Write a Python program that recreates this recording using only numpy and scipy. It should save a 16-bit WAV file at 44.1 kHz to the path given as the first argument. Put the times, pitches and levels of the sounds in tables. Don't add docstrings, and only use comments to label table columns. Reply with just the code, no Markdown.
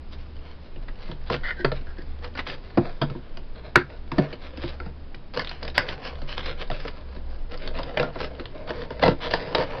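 import sys
import numpy as np
from scipy import signal
from scipy.fft import rfft, irfft
from scipy.io import wavfile
from scipy.ndimage import uniform_filter1d

SR = 44100
rng = np.random.default_rng(int(sys.argv[2]) if len(sys.argv) > 2 else 0)


def transcribe(signal):
    frames = np.atleast_2d(signal).T
    limited = np.clip(frames, -1, 1)
    pcm = np.round(limited * 32767).astype(np.int16)
    wavfile.write(sys.argv[1], SR, pcm)


def boost_factor(decibels):
    exponent = np.asarray(decibels, float) / 20
    return 10 ** exponent


N = 432180


def unit(x):
    return x / np.sqrt(np.mean(x ** 2))


def walk(rate_hz):
    hold = int(SR / rate_hz)
    steps = np.repeat(rng.standard_normal(N // hold + 1), hold)
    smooth = uniform_filter1d(uniform_filter1d(steps, hold), hold)
    return unit(smooth[:N])


def noise_band(centre_hz, width_hz):
    f = np.maximum(np.fft.rfftfreq(N, 1 / SR), 1)
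    spectrum = rfft(rng.standard_normal(N)) / (1 + ((f - centre_hz) / width_hz) ** 2)
    return unit(irfft(spectrum, N))


# frequency in Hz, relative level in dB per Hz.
HISS_COLOUR = [(30, -9), (55, -5.5), (90, -3.5), (118, -7.5), (318, -12.5), (508, -17.5), (1490, -27),
               (2190, -30.5), (5000, -35)]
HISS_DB = -46.5


def hiss():
    f = np.maximum(np.fft.rfftfreq(N, 1 / SR), 1)
    hz, db = np.transpose(HISS_COLOUR)
    colour = boost_factor(np.interp(np.log(f), np.log(hz), db))
    return boost_factor(HISS_DB) * unit(irfft(rfft(rng.standard_normal(N)) * colour, N))


def rumble():
    level_db = -34.5 + 2.5 * walk(5.4)
    return boost_factor(level_db) * noise_band(centre_hz=17.8, width_hz=6)


# time in seconds, pitch in Hz, level in dB.
HUM_PATH = [(0.0, 68.3, -35), (0.63, 72.8, -48), (1.63, 61.17, -44), (1.88, 67.08, -39), (2.59, 72.3, -48),
            (3.52, 52.28, -43.5), (4.15, 68.58, -42.5), (6.25, 69, -44), (7.75, 58.2, -40.5),
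            (8.65, 67.36, -48), (8.76, 61.2, -41), (9.14, 58.6, -39), (9.39, 67.1, -44.5), (9.8, 65.6, -43)]
HUM_WIDTH_HZ = 2.5


def hum():
    s, hz, db = np.transpose(HUM_PATH)
    t = np.arange(N) / SR
    phase = 2 * np.pi * np.cumsum(np.interp(t, s, hz)) / SR
    in_step = (0.8 + noise_band(0, HUM_WIDTH_HZ)) * np.sin(phase)
    across = noise_band(0, HUM_WIDTH_HZ) * np.cos(phase)
    return boost_factor(np.interp(t, s, db)) * unit(in_step + across)


# frequency in Hz, relative level in dB, time in seconds to fall 60 dB before extra damping.
TABLE_MODES = [(111.5, -2.5, 0.15), (140.6, -3, 0.39), (190.7, 0.5, 0.054), (236.9, -5.5, 0.32),
               (287.5, -1.5, 0.15), (355.5, -2, 0.18)]
BOX_MODES = [(423, -1, 0.04), (502.4, 3, 0.052), (617, 2, 0.049), (669, 1, 0.046), (890, 0, 0.016),
             (929, -3, 0.066), (1091, -13, 0.02)]
FLAP_MODES = [(1355, 6, 0.024), (1391, 0, 0.3), (1697, 10, 0.0099), (2067, -2, 0.027), (2070, 5.5, 0.018)]
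PLASTIC_MODES = [(2387, 4.1, 0.0036), (2930, 2.94, 0.018), (3370, 7.04, 0.0036), (4006, 3.2, 0.015),
                 (4680, 7.6, 0.0039), (4990, 2.8, 0.0099), (5955, 6.95, 0.0055)]
# time in seconds, grip from 0 (loose) to 1 (firm).
HAND_GRIP = [(0, 0.6), (1.38, 0.54), (1.43, .05), (1.6, .05), (1.64, 0.7), (4.7, 0.62), (5.3, 0.79),
             (9.8, 0.36)]
LOOSE_CYCLES, FIRM_CYCLES, TABLE_CYCLES = 24, 3.5, 16


def ring(body, s, scatter_db):
    grip = np.interp(s, *np.transpose(HAND_GRIP))
    cycles = LOOSE_CYCLES * (FIRM_CYCLES / LOOSE_CYCLES) ** grip
    if body is TABLE_MODES:
        cycles = TABLE_CYCLES
    hz, db, t60 = np.transpose(body)[:, :, None]
    length_s = 0.7 * np.minimum(t60, 6 * cycles / hz).max()
    t = np.arange(int(length_s * SR)) / SR
    level_chance, pitch_chance = rng.standard_normal((2, len(body), 1))
    sign = (-1) ** np.arange(len(body))[:, None]
    decay = np.exp(-np.log(1000) * t / t60 - t * hz / cycles)
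    level = sign * boost_factor(db + scatter_db * level_chance)
    tone = np.sin(2 * np.pi * hz * (1 + 0.036 * pitch_chance) * t)
    return np.sum(level * decay * tone, axis=0)


def tiny_slips():
    count = N + SR
    size = boost_factor(2.3 * np.minimum(rng.exponential(size=count), 5))
    slips = (rng.random(count) < 0.03) * size * rng.standard_normal(count)
    gusts = np.pad(boost_factor(3.18 * walk(60)), (0, SR), mode="edge")
    return unit(unit(slips) * gusts + 0.76 * rng.standard_normal(count))


TABLE_RUB_DB = -6.5
FLAP_RUB_DB = -4


def rub(slips, rows):
    out = np.zeros(N + 2 * SR)
    for start, ms, flap, box_db, flap_db, plastic_db in rows:
        swell_samples = ms / 1000 * SR * 1.5
        u = np.arange(int(swell_samples)) / swell_samples
        i = max(int(start * SR - len(u) / 10), 0)
        pressure = np.sin(np.pi * u ** 0.77) ** 1.2
        drive = slips[i:i + len(u)] * pressure
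        bodies = ((TABLE_MODES, box_db + TABLE_RUB_DB), (BOX_MODES, box_db),
                  (flap, flap_db), (PLASTIC_MODES, plastic_db))
        together = np.zeros(SR // 2)
        for body, db in bodies:
            response = ring(body, start, scatter_db=2.2)
            together[:len(response)] += response * boost_factor(db) / np.linalg.norm(response)
        sound = signal.fftconvolve(drive, np.trim_zeros(together, "b"))
        out[i:i + len(sound)] += sound
    return out[:N]


def rub_along(slips, strokes):
    rows = [(start, ms, FLAP_MODES, db, db + bright_db / 2 + FLAP_RUB_DB, db + bright_db)
            for start, ms, db, bright_db in strokes]
    return rub(slips, rows)


# time in seconds, level on the box in dB, brightness in dB of the plastic over the box.
FUMBLE_PATH = [(0.0, -74, 7), (0.5, -66.5, -1.5), (1.4, -54.5, -5.5), (2.0, -60, -5.5), (2.9, -53, -3),
               (3.45, -66.5, -5.5), (4.4, -59, -6), (4.9, -81, -14.5), (5.4, -60, -13), (5.9, -47.5, -8),
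               (6.4, -54.5, -1), (6.85, -54, -5), (7.35, -57.5, -21.5), (7.85, -46.5, -12.5),
               (8.4, -50, -16), (9.3, -41, -11), (9.8, -36, -11.5)]


def fumble_levels(s):
    when, db, bright_db = np.transpose(FUMBLE_PATH)
    return np.interp(s, when, db), np.interp(s, when, bright_db)


def fumbling(slips):
    starts = np.arange(0, N / SR, 0.12)
    db, bright_db = fumble_levels(starts)
    uneven_db = 2 * rng.standard_normal(len(starts))
    lengths_ms = np.full(len(starts), 150)
    return rub_along(slips, zip(starts, lengths_ms, db + uneven_db, bright_db))


# start in seconds, length in ms before the swell is stretched,
# level on the box in dB, brightness in dB of the plastic over the box.
BOX_STROKES = [(0.114, 40, -57, 9), (0.18, 54, -63, 9.5), (0.417, 110, -52.5, -2.5), (0.609, 78, -64, 3),
               (1.0, 114, -55.5, 5), (1.262, 32, -50.5, 4), (1.302, 56, -38, 1.5), (1.734, 53, -53.5, 6.5),
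               (2.228, 48, -40.5, -8.5), (2.368, 39, -39.5, 0), (2.463, 81, -43.5, 6),
               (2.799, 106, -40, -13), (3.04, 87, -44, -18), (3.552, 42, -48.5, -3.5),
               (3.632, 68, -46, -9.5), (3.89, 72, -47, -13), (4.125, 112, -38, -11.5),
               (4.198, 70, -37, -15.5), (4.289, 62, -45.5, -7), (4.413, 73, -49.5, 1.5),
               (4.554, 53, -48.5, -2), (4.609, 100, -46.5, 3), (4.71, 66, -50, -3.5),
               (4.793, 103, -47, -11), (5.336, 20, -46, 2.5), (5.366, 56, -33, -1.5),
               (5.442, 144, -50.5, 5.5), (5.605, 81, -41, -8.5), (5.748, 35, -46.5, 10.5),
               (5.788, 71, -38.5, -12), (5.871, 73, -41.5, 2.5), (6.032, 63, -45.5, 9),
               (6.279, 65, -54, 14.5), (6.372, 44, -47, 6.5), (6.433, 86, -40.5, 2.5),
               (6.575, 71, -45, 0.5), (6.713, 61, -43, 0.5), (6.788, 92, -54.5, 11), (7.088, 96, -57.5, -2),
               (7.29, 106, -62.5, 3), (7.5, 56, -42.5, -6.5), (7.587, 100, -44, -4.5),
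               (7.741, 104, -37, -7), (7.871, 80, -39.5, -12), (7.972, 75, -27, -14),
               (8.049, 49, -36.5, -19), (8.132, 52, -43.5, -7.5), (8.191, 77, -35, -2.5),
               (8.374, 78, -45.5, -12), (8.541, 92, -42, -20), (8.673, 40, -41, -5), (8.745, 89, -39, -7),
               (8.999, 49, -43.5, -6), (9.022, 78, -22, -11), (9.211, 64, -33.5, 0.5), (9.305, 62, -37, 4),
               (9.391, 88, -37.5, -9.5), (9.501, 41, -35.5, -28), (9.554, 82, -30, -11.5),
               (9.64, 270, -47, -16)]


def strokes(slips):
    return rub_along(slips, BOX_STROKES)


# frequency in Hz, relative level in dB, time in seconds to fall 60 dB before extra damping.
FREE_FLAP_MODES = [(1480, -4, .03), (1640, 0, .04), (1790, -2, .03), (1980, -6, .03)]
# start in seconds, length in ms before the swell is stretched, level on the flap in dB.
FLAP_DRAGS = [(1.44, 76, -27), (1.568, 58, -38.5), (1.86, 71, -49), (1.969, 51, -49), (3.765, 57, -34.5),
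              (4.28, 60, -51)]


def drags(slips):
    return rub(slips, [(start, ms, FREE_FLAP_MODES, db - 19, db, db - 13) for start, ms, db in FLAP_DRAGS])


def strike(rows, share_db, hit):
    out, lead = np.zeros(N + SR), SR // 100
    t = np.arange(-lead, SR // 14) / SR
    after = np.maximum(t, 0)
    bodies = (TABLE_MODES, BOX_MODES, FLAP_MODES, PLASTIC_MODES)
    for s, level_db, bright_db, chatter_ms in rows:
        blow = np.exp(-after / (chatter_ms / 1000)) * (1 - np.exp(-after / 0.0004))
        crunch = boost_factor(-22) * np.exp(np.minimum(t, 0) / 0.0013 - after / 0.023)
        chatter = rng.standard_normal(len(t)) * (blow + crunch)
        i = int(s * SR) - lead
        peaks_db = level_db + np.array(share_db) + bright_db * (np.arange(4) - hit)
        for body, peak_db in zip(bodies, peaks_db):
            sound = signal.fftconvolve(chatter, ring(body, s, scatter_db=4.0))
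            out[i:i + len(sound)] += sound * boost_factor(peak_db) / np.abs(sound).max()
    return out[:N]


# start in seconds, level in dB before sharing, brightness in dB per body.
PLASTIC_TICKS = [(0.365, -40.5, 0), (0.76, -40, -6), (1.114, -29, -5), (1.984, -40, -8.5), (2.02, -39, -5),
                 (3.371, -29, -3), (3.901, -36, -3), (4.573, -30, -6), (5.145, -30, 0), (5.446, -22, 3),
                 (5.472, -21.5, 8), (5.493, -22, 4), (5.513, -23.5, 0), (5.628, -21.5, -1.5),
                 (5.651, -25, 5), (5.678, -22.5, 4), (5.7, -30.5, 0), (5.888, -16.5, 1.5), (6.217, -32, -6),
                 (6.379, -18.5, -0.5), (6.458, -25, -2.5), (6.604, -35, -6), (6.878, -25, 1),
                 (7.125, -39, -3), (7.164, -38.5, -7), (7.518, -33.5, -3.5), (7.575, -32.5, 2),
                 (7.62, -32, 5), (7.675, -20.5, -0.5), (7.751, -31.5, 0), (8.35, -39, 0), (8.455, -26, -2),
                 (9.551, -12.5, 0), (9.634, -26, -4)]
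# dB of table, hollow box, flap, plastic.
TICK_SHARE_DB = (-17.5, -15.5, -12, -0.5)
CRACKLES_PER_S, CRACKLE_DB, CRACKLE_SPREAD_DB = 7, 16.5, 3


def ticks():
    count = int(CRACKLES_PER_S * N / SR)
    when = 0.02 + rng.random(count) * (N / SR - 0.1)
    db, bright_db = fumble_levels(when)
    level_db = db + bright_db + CRACKLE_DB + CRACKLE_SPREAD_DB * rng.exponential(size=count)
    crackles = np.transpose([when, level_db, -6 * rng.random(count)])
    rows = [(*row, 2.7) for row in PLASTIC_TICKS + list(crackles)]
    return strike(rows, TICK_SHARE_DB, hit=3)


# start in seconds, level in dB before sharing, brightness in dB per body, chatter in ms.
FLAP_SNAPS = [(0.882, -33, -3, 6.6), (1.342, -18, -2, 3), (2.243, -27.5, 1, 6.5), (2.352, -30, 0, 8),
              (2.374, -24, 2, 8.7), (2.39, -18.5, 0, 6.7), (2.467, -25, 0, 2.6), (2.498, -24, 4, 4.6),
              (3.757, 2.2, -1, 2.1), (4.801, -25, -3, 1.7), (5.394, -16, 5, 1.8), (5.7791, -2.5, 5, 1.2)]
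# dB of table, hollow box, flap, plastic.
SNAP_SHARE_DB = (-17, -15.5, -1, -5.5)


def snaps():
    return strike(FLAP_SNAPS, SNAP_SHARE_DB, hit=2)


# start in seconds, level in dB before sharing, brightness in dB per body, chatter in ms.
TABLE_THUDS = [(1.089, -29.5, 0, 3), (1.595, -27.5, -4, 1.1), (2.773, -8, -1, 4.5), (3.015, -16, 4.5, 11.3),
               (3.099, -27, 4, 5.4), (3.151, -26.5, 0, 1.3), (3.7607, -17, 3, 1.5), (3.772, -20, 3.5, 4.2),
               (4.117, -24, 6, 3.2), (4.182, -7.5, 1.5, 7.3), (4.327, -31.5, 6.5, 7.9),
               (4.636, -22.5, 3, 2.5), (4.86, -28.5, 1.5, 4.7), (8.396, -29, 6, 5.1)]
# dB of table, hollow box, flap, plastic.
THUD_SHARE_DB = (0, -8, -14.5, -17.5)


def thuds():
    return strike(TABLE_THUDS, THUD_SHARE_DB, hit=0)


# start in seconds, level in dB before sharing, brightness in dB per body, chatter in ms.
BOX_KNOCKS = [(1.3, -15.5, -1.5, 1.9), (2.775, -12.5, -6.5, 5.7), (3.017, -18.5, -4.5, 6.9),
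              (1.646, -9.5, 1.5, 4.2), (1.717, -20.5, 1, 4.9), (5.363, -26, -0.5, 6.2),
              (6.701, -21.5, 1.5, 1.6), (6.713, -23, 2, 3), (6.851, -25, 0, 1.3), (7.787, -25.5, 1, 5.6),
              (7.972, -15.5, 3, 4.8), (7.997, -14, 2, 2.9), (8.028, -17, 2.5, 1.1), (8.156, -24, -5, 3.6),
              (8.204, -23.5, 1, 2.2), (8.705, -19.5, 1, 2.5), (8.905, -23.5, 0.5, 1.2),
              (8.995, -26.5, 1, 1.8), (9.034, -9, 1.5, 3.1), (9.061, -13.5, -0.5, 1.2),
              (9.079, -8, -2, 1.5), (9.103, -30, -3, 1.5), (9.337, -14, 3.5, 2.8), (9.425, -31, 1.5, 2.2),
              (9.548, -12, 2.5, 3.5)]
# dB of table, hollow box, flap, plastic.
KNOCK_SHARE_DB = (-7.5, 0, -5, -5.5)


def knocks():
    return strike(BOX_KNOCKS, KNOCK_SHARE_DB, hit=1)


def walls(near):
    t = np.arange(SR // 2) / SR
    tail = rng.standard_normal(len(t)) * np.exp(-np.log(1000) * t / 0.17) * (t > 0.006)
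    return boost_factor(-13) * signal.fftconvolve(near, tail / np.linalg.norm(tail))[:N]


def scene():
    background = hiss() + rumble() + hum()
    slips = tiny_slips()
    sliding = fumbling(slips) + strokes(slips) + drags(slips)
    near = sliding + ticks() + snaps() + thuds() + knocks()
    return (near + walls(near) + background)[None]


def band_limit(x):
    return signal.sosfilt(signal.butter(12, 16500, fs=SR, output="sos"), x)


def record(dry):
    f = np.fft.rfftfreq(N, 1 / SR)
    step_db = -19 / (1 + np.exp((5345 - f) / 70))
    cut_db = -90 / (1 + np.exp(np.minimum((6274 - f) / 110, 50)))
    narrow = irfft(rfft(dry) * boost_factor(step_db + cut_db), N)
    clipped = np.clip(narrow, -0.72, 0.72)
    return band_limit(clipped)


dry = scene()
out = record(dry)
transcribe(out)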